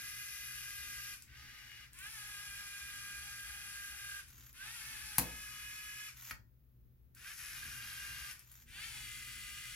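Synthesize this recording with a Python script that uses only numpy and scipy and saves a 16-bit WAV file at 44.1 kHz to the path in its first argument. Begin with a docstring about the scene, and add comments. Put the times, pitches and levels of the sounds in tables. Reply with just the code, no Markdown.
"""A bright gear whine and plastic clatter, under way from the start: a toy robot drives in short runs over
a mat on a wooden table, close to a phone's two microphone ports in a quiet room. Tooth-mesh harmonics make the
whine, tooth impacts the clatter. Around the runs a smaller arm motor rasps, gears click as they take up slack and
the arm clacks on its stop; once a plastic lever slaps down (noise bursts) and the table booms (ringing modes).
Tyre creaks, a short room tail, low rumble, hum and faint hiss lie around and behind it."""
import sys
import numpy as np
from scipy import signal
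from scipy.fft import rfft, irfft, next_fast_len
from scipy.io import wavfile

SR = 44100
rng = np.random.default_rng(int(sys.argv[2]) if len(sys.argv) > 2 else 0)


def transcribe(signal):
    """Save signal, clipped to [-1, 1], as a 16-bit WAV file at the path in sys.argv[1]."""
    frames = np.atleast_2d(signal).T
    limited = np.clip(frames, -1, 1)
    pcm = np.round(limited * 32767).astype(np.int16)
    wavfile.write(sys.argv[1], SR, pcm)


N = 429975
T = np.arange(N) / SR  # s

TOP_HZ = 15800  # upper limit of the phone's microphones
SWITCH_HZ = 13200  # thin whistle of the switching motor drivers
TEETH = 10  # on each pinion
SET_OFF, PIVOT, CRUISE, HURRY, APPROACH, REVERSE = range(6)  # gaits

# Levels at a crawl against full speed, in dB: every run swells with its speed.
CRAWL_WHINE_DB, CRAWL_GROWL_DB, CRAWL_CLATTER_DB = -22.5, -13.5, -15.5
# Speeding up presses the teeth together: more whine, less clatter.
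LOAD_WHINE_DB, LOAD_GROWL_DB, LOAD_CLATTER_DB = 3.5, 0.5, -2
CLATTER_EASE_SHARE = 0.26  # the clatter follows the change at the top only in part
BED_IN_S = 0.51  # the whine takes about this long to find its steady colour
GROWL_PAN_DB, CLATTER_PAN_DB = 1, 3.5  # left minus right
WHINE_EXTRA_LEAD_MS = 0.025  # added to the run's lead at the left port

# Balance of the whine between the ports. Each row: frequency in Hz, left minus right in dB.
WHINE_PORT_BALANCE = [(1220, 2), (1620, -5.5), (2030, -1), (2440, -6), (2850, 8), (5000, 3)]
# Runs of the wheel motors over the mat; one with next to no spin-up carries on at speed.
# Each row: start in s, brake in s, gait, spin-up in s, ramp in Hz per s, peak mesh rate in Hz,
# steady mesh rate in Hz, whine in dB, growl in dB, clatter in dB, change of whine and growl at the top of the
# overshoot in dB, tilt of the whine at the start in dB per octave, speed mismatch of the wheels as a share
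# (before its random scaling), lead of the gears at the left port in ms.
WHEEL_RUNS = [ (-.1, 1.142, SET_OFF, 0.019, 700, 409.5, 406.6, -52.5, -58, -51.5, -2, -2, 0.003, 0.065),
              (1.264, 1.843, PIVOT, 0.105, 906, 414.2, 412.8, -61, -60.5, -63.5, -2, -9.5, 0.003, 0.06),
              (1.931, 4.2, CRUISE, 0.19, 629.5, 449.3, 404.9, -52.5, -59, -53.8, -4.5, 0.5, 0.0051, 0.082),
              (4.539, 5.2, CRUISE, 0.2, 733, 482.7, 421.2, -54.5, -56.5, -52.7, -3, 1, 0.0045, 0.077),
              (5.185, 6.088, HURRY, .02, 738.5, 425.8, 419, -53, -59.5, -54, -0.5, -0.5, .002, 0.059),
              (7.154, 8.317, APPROACH, .216, 808.6, 478.1, 403.7, -54, -56, -53, -12.5, -5.5, 0.003, 0.026),
              (8.669, 9.906, REVERSE, 0.19, 761.7, 458.7, 406.3, -54.5, -57.5, -54, 4.5, 3, 0.0036, 0.026),
              ]


def drive(switch_db=-79):
    """Two geared wheel motors whine, growl and clatter; speed and load set the loudness."""
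    whines, gears = np.zeros((2, N)), np.zeros((2, N))
    for (start, brake, gait, spin_up_s, hz_per_s, peak_hz, steady_hz, whine_db, growl_db, clatter_db,
         top_db, tilt_db, mismatch, lead_ms) in WHEEL_RUNS:
        t = T[(T > start - .01) & (T < brake + COAST_S + .01)]
        hunting = HUNT_REVERSE if gait == REVERSE else HUNT_FORWARD
        hz, load, easing = motor_speed(t, start, brake, spin_up_s, hz_per_s, peak_hz, steady_hz, hunting)
        bedding_in = np.exp(-((t - start) / BED_IN_S) ** 2)
        tone, rattle = wheel_pair(hz, mismatch, gait, tilt_db * bedding_in)
        # the low part of the rattle, a growl, follows the whine; the rest sizzles with the clatter
        low = signal.sosfiltfilt(signal.butter(4, 3600, fs=SR, output="sos"), rattle)

        def level(crawl_db, full_db, load_db, top_share=1):
            swell_db = np.interp(hz, [CRAWL_HZ, steady_hz], [crawl_db, 0])
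            return undb(full_db + swell_db + load_db * load + top_share * top_db * easing)

        tone = unit(tone) * level(CRAWL_WHINE_DB, whine_db, LOAD_WHINE_DB)
        growl = unit(low) * level(CRAWL_GROWL_DB, growl_db, LOAD_GROWL_DB)
        sizzle = unit(rattle - low) * level(CRAWL_CLATTER_DB, clatter_db, LOAD_CLATTER_DB, CLATTER_EASE_SHARE)
        whistle = undb(switch_db + 2 * walk(7.8, size=len(t))) * np.sin(2 * np.pi * SWITCH_HZ * t)
        on = gate(t, start, brake + COAST_S)
        add(whines, t[0], spread_by_pitch(on * tone, WHINE_PORT_BALANCE, lead_ms + WHINE_EXTRA_LEAD_MS))
        add(gears, t[0], ports(on * growl, lead_ms, GROWL_PAN_DB))
        add(gears, t[0], ports(on * (sizzle + whistle), lead_ms, CLATTER_PAN_DB))
    return whines, gears


# Whine of the wheel gears at full speed. Each row: multiple of the mesh rate, then the level in dB
# when setting off, pivoting, cruising, hurrying, approaching and reversing.
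WHINE_HARMONICS = [(2, -36, -30, -20, -36, -26, -36), (3, -13, -15, -13, -11, -15.5, -9.5),
                   (4, -5, -12, -4.5, -3, -2.5, -4.5), (5, -4, -6, -10, -6, -7, 2),
                   (6, -6.5, -13, -8.5, -1.5, -4, -5), (7, -8, 0, -11.5, -7, -4, -2),
                   (8, -12, -16, -12.5, -10, -8, -3.5), (9, -15, -15, -17.5, -16, -13, -8),
                   (10, -20, -20, -24, -18, -13, -12), (11, -18, -21, -27, -22, -16, -5),
                   (12, -24, -17, -25, -22, -15, -14)]
# Colour of the gear casings. Each row: frequency in Hz, then the response in dB
# when setting off, pivoting, cruising, hurrying, approaching and reversing.
CASING_COLOUR = [(790, -31.5, -30, -26.5, -23, -24.5, -27), (1068, -19, -23, -16.5, -13, -14.5, -21.5),
                 (1473, -9.5, -8, -3.5, -3.5, -4, -1), (2200, -8, -4, -4.5, -1.5, -4, -2),
                 (2500, -3.5, -9, -2.5, -3.5, -3, 2.5), (2980, -12.5, -14.5, -8, -8.5, -11, -4.5),
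                 (4040, -5, -8.5, -6.5, -3, -5, -9), (5310, 2.5, -5, -4, 4.5, 4, -7),
                 (8420, -3.5, -14, -8, 0.5, -2.5, -7.5), (11000, 6.5, -10, -1, 7, 7.5, -4),
                 (10800, -6.5, -16, -9, 1.5, 1.5, -12), (12800, 3, -9, -8.5, 2, 4, -7),
                 (13800, -3.5, -19, -11, 0.5, 2, -10), (15850, -41, -30, -27, -29, -22, -20)]


def wheel_pair(hz, mismatch, gait, tilt_db):
    """Two motors run at slightly different, wandering speeds, so their whines beat."""
    columns = [0, int(round(gait)) + 1]
    orders = np.array(WHINE_HARMONICS)[:, columns]
    casing = np.array(CASING_COLOUR)[:, columns]
    split = mismatch * (.9 + .6 * walk(7, size=len(hz)))
    tone = rattle = 0
    for side, motor_db in ((.5, 3.0), (-1, -6)):
        speed = hz * (1 + side * split + .002 * walk(70, size=len(hz)))
        mesh = np.cumsum(speed) / SR + rng.random()  # teeth passed so far
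        ticks = teeth(mesh, uneven_db=0.5, scatter_db=0.95, scrape=0.53, tick_db=-4.0)
        tone = tone + undb(motor_db) * whine(mesh, speed, orders, tilt_db)
        rattle = rattle + undb(motor_db) * ticks
    # the small casings radiate no bass
    return tone, unit(colour(rattle, [(250, -48), (600, -29), *casing]))


CRUISE_HZ = 408  # mesh rate to which the whine levels refer
# The casing's sharpest resonance, which the fourth harmonic sweeps through.
RESONANCE_HZ, RESONANCE_WIDTH_HZ, RESONANCE_DB = 1585, 56, 6.5
# The next gear stage: distance below each harmonic as a share of the mesh rate, and strength.
STAGE_RATIO, STAGE_DEPTH = .283, 0.15
TURN_DEPTH = .4  # how far the pressure on the teeth varies within a shaft turn


def whine(mesh, hz, orders, tilt_db, flutter_db=1.64):
    """Mesh harmonics swell across casing resonances, vary over each shaft turn and shake in the gears' play."""
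    multiple, db = np.transpose(orders)
    eccentric = mesh + .012 * np.sin(2 * np.pi * mesh / TEETH)
    turn = np.linspace(0, 1, 64)
    out = 0
    for k in np.round(multiple):
        ripple = sum(np.sin(2 * np.pi * (m * turn + rng.random())) / m for m in range(1, 6))
        pressure = np.interp(mesh / TEETH % 1, turn, 1 + TURN_DEPTH * ripple)
        order_db = np.interp(k * hz / CRUISE_HZ, [1.8, 2, *multiple], [-45, -28, *db])
        resonance_db = RESONANCE_DB / (1 + ((k * hz - RESONANCE_HZ) / RESONANCE_WIDTH_HZ) ** 2)
        treble_db = tilt_db * np.log2(np.maximum(k * hz / RESONANCE_HZ, 1))
        gain = undb(order_db + resonance_db + treble_db + flutter_db * walk(70, size=len(hz)))
        backlash = .0045 * walk(60, size=len(hz))
        phase = 2 * np.pi * (k * (eccentric + backlash) + rng.random())
        stage = np.sin(phase - 2 * np.pi * (STAGE_RATIO * mesh + rng.random()))
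        tone = np.sin(phase) + STAGE_DEPTH * stage
        # small parts radiate their higher tones a little better
        out = out + k ** .2 * gain * pressure * tone
    return unit(out)


def teeth(mesh, uneven_db, scatter_db, scrape, tick_db, jitter=.06):
    """Each tooth ticks a little early or late, then scrapes; the pinion's unevenness repeats once a turn."""
    mesh = mesh + jitter * np.interp(mesh, np.arange(8192), rng.standard_normal(8192))
    tooth = np.maximum(mesh, 0).astype(int)
    pattern = unit(rng.standard_normal(TEETH))
    scatter = rng.standard_normal(8192)
    force = undb(uneven_db * pattern[tooth % TEETH] + scatter_db * scatter[tooth])
    tick = np.diff(tooth, prepend=tooth[0]) * 1.
    rub = np.exp(-(mesh % 1) / scrape) * rng.standard_normal(len(mesh))
    return unit(force * (unit(rub) + undb(tick_db) * unit(tick)))


CRAWL_HZ, WANDER_SHARE = 291, .0042  # lowest mesh rate, and random wander of the speed
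SETTLE_S, BRAKE_S, COAST_S = .124, 0.031, 0.112  # settling, braking, and run-out after the brake
EASE_S, EASE_LEAD_S = 0.022, 0.013  # the drive eases off just before the top
# Hunting after the overshoot: period, decay, its share forwards and in reverse.
HUNT_PERIOD_S, HUNT_DECAY_S, HUNT_FORWARD, HUNT_REVERSE = .165, 0.29, .27, 0.061


def motor_speed(t, start, brake, spin_up_s, hz_per_s, peak_hz, steady_hz, hunting):
    """Mesh rate, load and easing: a motor ramps up, overshoots, hunts as it settles, then brakes to a crawl."""
    since_top = t - start - spin_up_s
    after = np.maximum(since_top, 0)
    swing = np.exp(-after / HUNT_DECAY_S) * np.cos(2 * np.pi * after / HUNT_PERIOD_S)
    excess = (1 - hunting) * np.exp(-(after / SETTLE_S) ** 1.2) + hunting * swing
    driven = steady_hz + (peak_hz - steady_hz) * excess + hz_per_s * np.minimum(since_top, 0)
    braking = np.exp(-np.maximum(t - brake, 0) / BRAKE_S)
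    hz = CRAWL_HZ + np.maximum(driven - CRAWL_HZ, 0) * braking
    load = np.sin(np.pi * np.clip((t - start) / spin_up_s, 0, 1))
    easing = np.exp(-((since_top + EASE_LEAD_S) / EASE_S) ** 2)
    return hz * (1 + WANDER_SHARE * walk(12, size=len(t))), load, easing


def spread_by_pitch(x, balance, lead_ms):
    """Standing waves over the table make each pitch louder at one port than at the other."""
    size = next_fast_len(len(x))
    balance_db = at_hz(balance, np.fft.rfftfreq(size, 1 / SR))
    pan = undb(np.outer([.5, -.5], balance_db))
    return irfft(rfft(ports(x, lead_ms, 0), size) * pan, size)[:, :len(x)]


# Swings of the arm, between and after runs. Each row: start in s, end in s, level at the start in dB,
# level at the end in dB.
ARM_SWINGS = [(4.282, 4.511, -62.5, -60.5), (6.163, 6.312, -56.5, -50.5), (8.416, 8.539, -68, -62),
              (8.541, 8.638, -60.5, -64)]
# Colour of the arm motor's casing. 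Each row: frequency in Hz, response in dB.
ARM_COLOUR = [(700, -13), (1400, 3.5), (2500, 2), (4500, -2.5), (5600, 1), (6900, 5), (8400, -8.5),
              (10300, -1), (11200, -1), (12800, 10.5), (15500, -1.5)]


def arm(mesh_hz=410, fade_s=0.026):
    """The small arm motor rasps, its tooth ticks less even than the wheels', with the drivers' whistle."""
    mesh = np.cumsum(mesh_hz * (1 + 0.066 * walk(8.1))) / SR
    ticks = teeth(mesh, uneven_db=-4.0, scatter_db=2, scrape=0.5, tick_db=-9.0)
    rasp = unit(colour(ticks, [(250, -35), *ARM_COLOUR]))
    rasp = rasp + undb(-12.0) * np.sin(2 * np.pi * SWITCH_HZ * T)
    effort = 0
    for start, end, first_db, last_db in ARM_SWINGS:
        level = undb(np.interp(T, [start, end], [first_db, last_db]))
        effort = effort + level * gate(T, start, end, fade_s)
    return ports(rasp * effort, 0.025, 1.3)


# The arm meets its stop. Each row: time in s, level in dB.
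STOP_HITS = [(6.3092, -37.5), (6.313, -44.5)]
# Colour of the struck arm frame. Each row: frequency in Hz, response in dB.
FRAME_COLOUR = [(200, -7), (650, -12), (900, -12), (1270, 3.5), (1900, -2), (2300, -5), (2800, -9),
                (6300, -10), (8600, -16), (12900, -8), (15800, -22)]
# Ringing beams of the arm. Each row: frequency in Hz, level in dB, t60 in s.
ARM_BEAMS = [(1270, -19, 0.07), (1375, -1, 0.039), (1615, -15, 0.047), (1880, 0.5, 0.04), (2224, 2, 0.036),
             (2490, -16, 0.05)]
# Modes of the wooden table top, also rung by the lever. Each row: frequency in Hz, level in dB, t60 in s.
TABLE_MODES = [(59.4, -4, 0.57), (75.5, -19, 0.49), (111, -0.5, 0.3), (122, 2.5, 0.28), (171.1, -1.5, 0.34),
               (199, -15, 0.35), (252.8, -10, 0.13), (288.5, -16, 0.15), (443, -10, 0.25), (520, -16, 0.36),
               (854, -17, 0.13)]


def arm_stop(beam_db=-43, table_db=-55):
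    """The raised arm clacks on its stop; its beams ring and the jolt stirs the table's lowest modes."""
    out = ports(contacts(STOP_HITS, FRAME_COLOUR, decay_s=0.0035), 0.0077, 0.94)
    beams = undb(beam_db) * ring(ARM_BEAMS, T[:SR])
    table = undb(table_db) * ring(TABLE_MODES[:3], T[:SR])
    add(out, STOP_HITS[0][0], ports(beams + table, 0.016, 1.6))
    return out


# Gears taking up slack. Each row: time in s (the click comes 1.5 ms later), level in dB before the
# common gain, ring in Hz.
SLACK_CLICKS = [(1.2212, -40.5, 9600), (1.931, -44.5, 9680), (1.9867, -37, 10500), (4.2831, -47, 11070),
                (4.288, -54, 12200), (4.5276, -47, 13230), (7.148, -45.5, 13200), (8.3922, -44, 10000),
                (8.515, -41.5, 12200)]


def slack(decay_s=0.00095, gain_db=-2, width_hz=6000):
    """A small click as a gear train reverses its load: a short resonant noise burst."""
    out, t = np.zeros((2, N)), T[:SR // 20]
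    for s, db, hz in SLACK_CLICKS:
        resonance = signal.iirpeak(min(hz, TOP_HZ), hz / width_hz, fs=SR)
        click = unit(signal.lfilter(*resonance, rng.standard_normal(len(t))))
        click = click * np.exp(-t / decay_s) * undb(db + gain_db)
        add(out, s + 0.0015, ports(click, 0.025, 3.0))
    return out


# The lever slaps down and rattles. Each row: time in s, level in dB.
LEVER_SLAPS = [(5.1831, -14), (5.185, -22.5), (5.1891, -20.5), (5.1924, -28), (5.196, -24), (5.2235, -31.5)]
# Colour of the plastic lever. Each row: frequency in Hz, response in dB.
LEVER_COLOUR = [(300, -20), (800, 0), (1250, -5.5), (1800, -3.5), (2400, -0.5), (3200, -7), (4100, -3.5),
                (5600, -7), (7100, 0.5), (8800, -8), (10800, 3), (12100, -0.5), (13200, 5), (14300, -1.5),
                (15800, -5.5)]


def lever_slap():
    """The falling plastic lever slaps and rattles, reaching the right port first."""
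    return ports(contacts(LEVER_SLAPS, LEVER_COLOUR, decay_s=0.001084), -0.00813, 2.3)


# Bright crack of the first slap. Each row: time in s, level in dB.
SLAP_CRACKS = [(5.183, -15), (5.1838, -15.5), (5.1852, -15.5)]
# Colour of that crack. Each row: frequency in Hz, response in dB.
BRIGHT_COLOUR = [(5000, -36), (8500, -10), (10000, -9), (11300, -4), (12400, 5), (13400, 13), (14400, 2),
                 (15800, -5.5)]


def lever_crack():
    """The first slap's hardest contacts add a very short, treble crack."""
    return ports(contacts(SLAP_CRACKS, BRIGHT_COLOUR, decay_s=0.00067), 0, 3.1)


def contacts(rows, body, decay_s):
    """Hard plastic contacts: bursts of chatter that die fast, coloured by the part that is struck."""
    force = np.zeros(N)
    t = T[:SR // 10]
    for s, db in rows:
        i = int(s * SR)
        force[i:i + len(t)] += undb(db) * np.exp(-t / decay_s)
    chatter = rng.choice([-1., 1.], N)
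    # divide by the body's rms response, so the colour leaves the level alone
    spread = np.sqrt(np.mean(undb(at_hz(body, np.linspace(1, TOP_HZ, 512))) ** 2))
    return colour(force * chatter, body) / spread


def table_boom(boom_db=-41, thud_db=-42.5, thud_s=0.061):
    """The falling lever rings the table's low modes and a dense wash of higher ones."""
    out, t = np.zeros((2, N)), T[:SR]
    wash_colour = [(100, -14.0), (260, 10.0), (370, -1.5), (480, 3), (750, -3.5), (1050, -14),
                   (1500, -24.5), (5000, -56.5)]  # Hz, dB
    wash = unit(colour(rng.standard_normal(SR), wash_colour))
    boom = undb(boom_db) * ring(TABLE_MODES, t) + undb(thud_db) * wash * np.exp(-t / thud_s)
    add(out, LEVER_SLAPS[0][0], ports(boom, 0, 2.5))
    return out


def ring(modes, t):
    """Struck modes, each dying at its own pace."""
    onset = np.minimum(t / .001, 1)
    return onset * sum(undb(db - 60 * t / t60) * np.sin(2 * np.pi * (hz * t + rng.random()))
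                       for hz, db, t60 in modes)


# Tyres scrub on the mat. Each row: start in s, end in s, level in dB.
TYRE_SCRUBS = [(4.66, 4.785, -77.5), (8.72, 9.03, -76)]
# Colour of the creak. Each row: frequency in Hz, response in dB.
CREAK_COLOUR = [(300, -30), (620, -16), (800, 0), (1020, -2), (1400, -16), (4000, -50)]


def scrub(slip_hz=430):
    """The tyres stick and slip on the mat with a short, dull creak."""
    slips = np.cumsum(slip_hz * (1 + .04 * walk(20))) / SR
    strokes = teeth(slips, uneven_db=1.0, scatter_db=3.0, scrape=.4, tick_db=-4)
    creak = unit(colour(strokes, CREAK_COLOUR))
    level = sum(undb(db) * gate(T, start, end) for start, end, db in TYRE_SCRUBS)
    return ports(creak * level, 0.025, 1.5)


def shifting_room(x, turns_per_s=0.2924):
    """One pattern of reflections gives way to another and back, so tones swell and fade."""
    angle = 2 * np.pi * turns_per_s * T
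    return np.cos(angle) * room(x) + np.sin(angle) * room(x)


# Decay of the quiet room. Each row: frequency in Hz, t60 in s.
ROOM_DECAY = [(100, 0.58), (600, 0.4), (2000, 0.18), (7000, 0.23), (15000, 0.15)]


def room(x, gap_s=0.00086):
    """Nearby walls return a short noise-like tail, different at each port; its bass lasts longest."""
    t = T[:SR // 2]
    hz = np.fft.rfftfreq(len(t), 1 / SR)
    edges = [0, *(250 * 2 ** np.arange(7)), SR / 2]  # octave bands, Hz
    noise = rfft(rng.standard_normal((2, len(t))))
    tail = 0
    for lo, hi in zip(edges, edges[1:]):
        band = irfft(noise * ((hz >= lo) & (hz < hi)), len(t))
        tail = tail + band * np.exp(-np.log(1000) * t / at_hz(ROOM_DECAY, (lo + hi) / 2))
    tail = unit(tail * np.minimum(t / gap_s, 1)) / np.sqrt(len(t))
    return signal.fftconvolve(x, tail, axes=1)[:, :N]


# Slow level of the low rumble. Each row: time in s, level in dB.
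RUMBLE_LEVEL = [(0, -65), (4.3, -65), (4.8, -63), (5.6, -64.5), (6.7, -69), (7.8, -61.5), (8.5, -66.5),
                (9.2, -60.5), (9.75, -61.5)]
# Colour of the rumble. Each row: frequency in Hz, response in dB.
RUMBLE_TONE = [(13, -49.5), (22, -12), (43, 0), (64, 3), (77, 2.5), (91, -11.5), (124, 1), (137, -4.5),
               (155, -14), (241, -14), (326, -23), (360, -21), (600, -39), (780, -64), (1320, -120)]
# Steady hum. Each row: frequency in Hz, level in dB.
HUM_TONES = [(59, -70.5), (122, -71.5), (162, -84.5), (258, -91)]
# Colour of the hiss. Each row: frequency in Hz, response in dB.
HISS_COLOUR = [(200, -21), (400, 1.5), (520, 3), (800, -5.5), (1300, -4), (3000, -10), (6500, -15),
               (8500, -21), (10500, -10), (12500, -4.5), (15800, 2.5)]


def background(waver_db=2, hiss_db=-74):
    """Rumble, mostly alike at both ports, and wavering hum tones under a faint hiss."""
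    common, left, right = (unit(colour(rng.standard_normal(N), RUMBLE_TONE)) for _ in range(3))
    level = undb(curve(RUMBLE_LEVEL)[0] + waver_db * walk(6.9))
    rumble = (ports(common, 0, 2.4) + undb(-4.5) * np.array([left, right])) * level
    hum = sum(undb(db + 1.8 * walk(10.0)) * np.sin(2 * np.pi * hz * T + 1.2 * walk(7.2))
              for hz, db in HUM_TONES)
    hiss = np.array([unit(colour(rng.standard_normal(N), HISS_COLOUR)) for _ in range(2)])
    return rumble + ports(hum, 0, 7.8) + undb(hiss_db) * hiss


def undb(db):
    """Decibels to gain."""
    return np.exp(np.asarray(db) * (np.log(10) / 20))


def unit(x):
    """Scale to an rms of 1."""
    return x / np.sqrt(np.mean(x ** 2) + 1e-20)


def curve(rows):
    """Each column of a timed table, sample by sample."""
    s, *columns = np.transpose(rows)
    return [np.interp(T, s, c) for c in columns]


def at_hz(points, hz):
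    """Read (Hz, value) points on a log-frequency axis."""
    f, value = np.transpose(points)
    return np.interp(np.log(np.maximum(hz, 1)), np.log(f), value)


def colour(x, points, size=8192):
    """Causal minimum-phase filter with the given (Hz, dB) response."""
    cepstrum = irfft(np.log(undb(at_hz(points, np.fft.rfftfreq(size, 1 / SR)))))
    # fold the cepstrum onto positive time
    cepstrum[1:size // 2] *= 2
    cepstrum[size // 2 + 1:] = 0
    impulse = irfft(np.exp(rfft(cepstrum)))[:size // 2]
    return signal.fftconvolve(x, impulse)[:len(x)]


def walk(rate, size=N):
    """Smooth chance with a spread of about 1 and `rate` random points a second."""
    steps = rng.standard_normal(4096)
    return 1.2 * np.interp(np.arange(size) * rate / SR, np.arange(len(steps)), steps)


def ports(x, lead_ms, pan_db):
    """Two microphone ports: for positive settings the left hears the sound earlier and louder."""
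    size = next_fast_len(len(x) + 64)
    delay = np.exp(-2j * np.pi * np.fft.rfftfreq(size, 1000 / SR) * lead_ms)  # frequencies in kHz
    late = irfft(rfft(x, size) * delay, size)[:len(x)]
    return np.array([x * undb(pan_db / 2), late * undb(-pan_db / 2)])


def add(out, start, x):
    """Mix a stereo sound in at a time in s."""
    i = max(int(start * SR), 0)
    out[:, i:i + x.shape[1]] += x[:, :N - i]


def gate(t, start, end, fade=0.038):
    """1 between two times, with soft edges."""
    return np.clip(np.minimum(t - start, end - t) / fade + .5, 0, 1)


def scene():
    """The robot, the lever and the table, close to the microphones in their room."""
    whines, gears = drive()
    robot = gears + arm() + slack() + arm_stop() + scrub()
    lever, crack, boom = lever_slap(), lever_crack(), table_boom()
    # the near whine arrives mostly direct, so it sends less to the room
    sent = undb(-1) * robot + undb(-7) * whines
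    sent = sent + undb(-3.5) * (lever + undb(-10.5) * crack) + undb(-15.5) * boom
    return whines + robot + lever + crack + boom + shifting_room(sent) + background()


def record(dry):
    """The phone cuts the top: a steep low-pass."""
    return signal.sosfilt(signal.ellip(10, .2, 80, TOP_HZ, fs=SR, output="sos"), dry)


dry = scene()
out = record(dry)
transcribe(out)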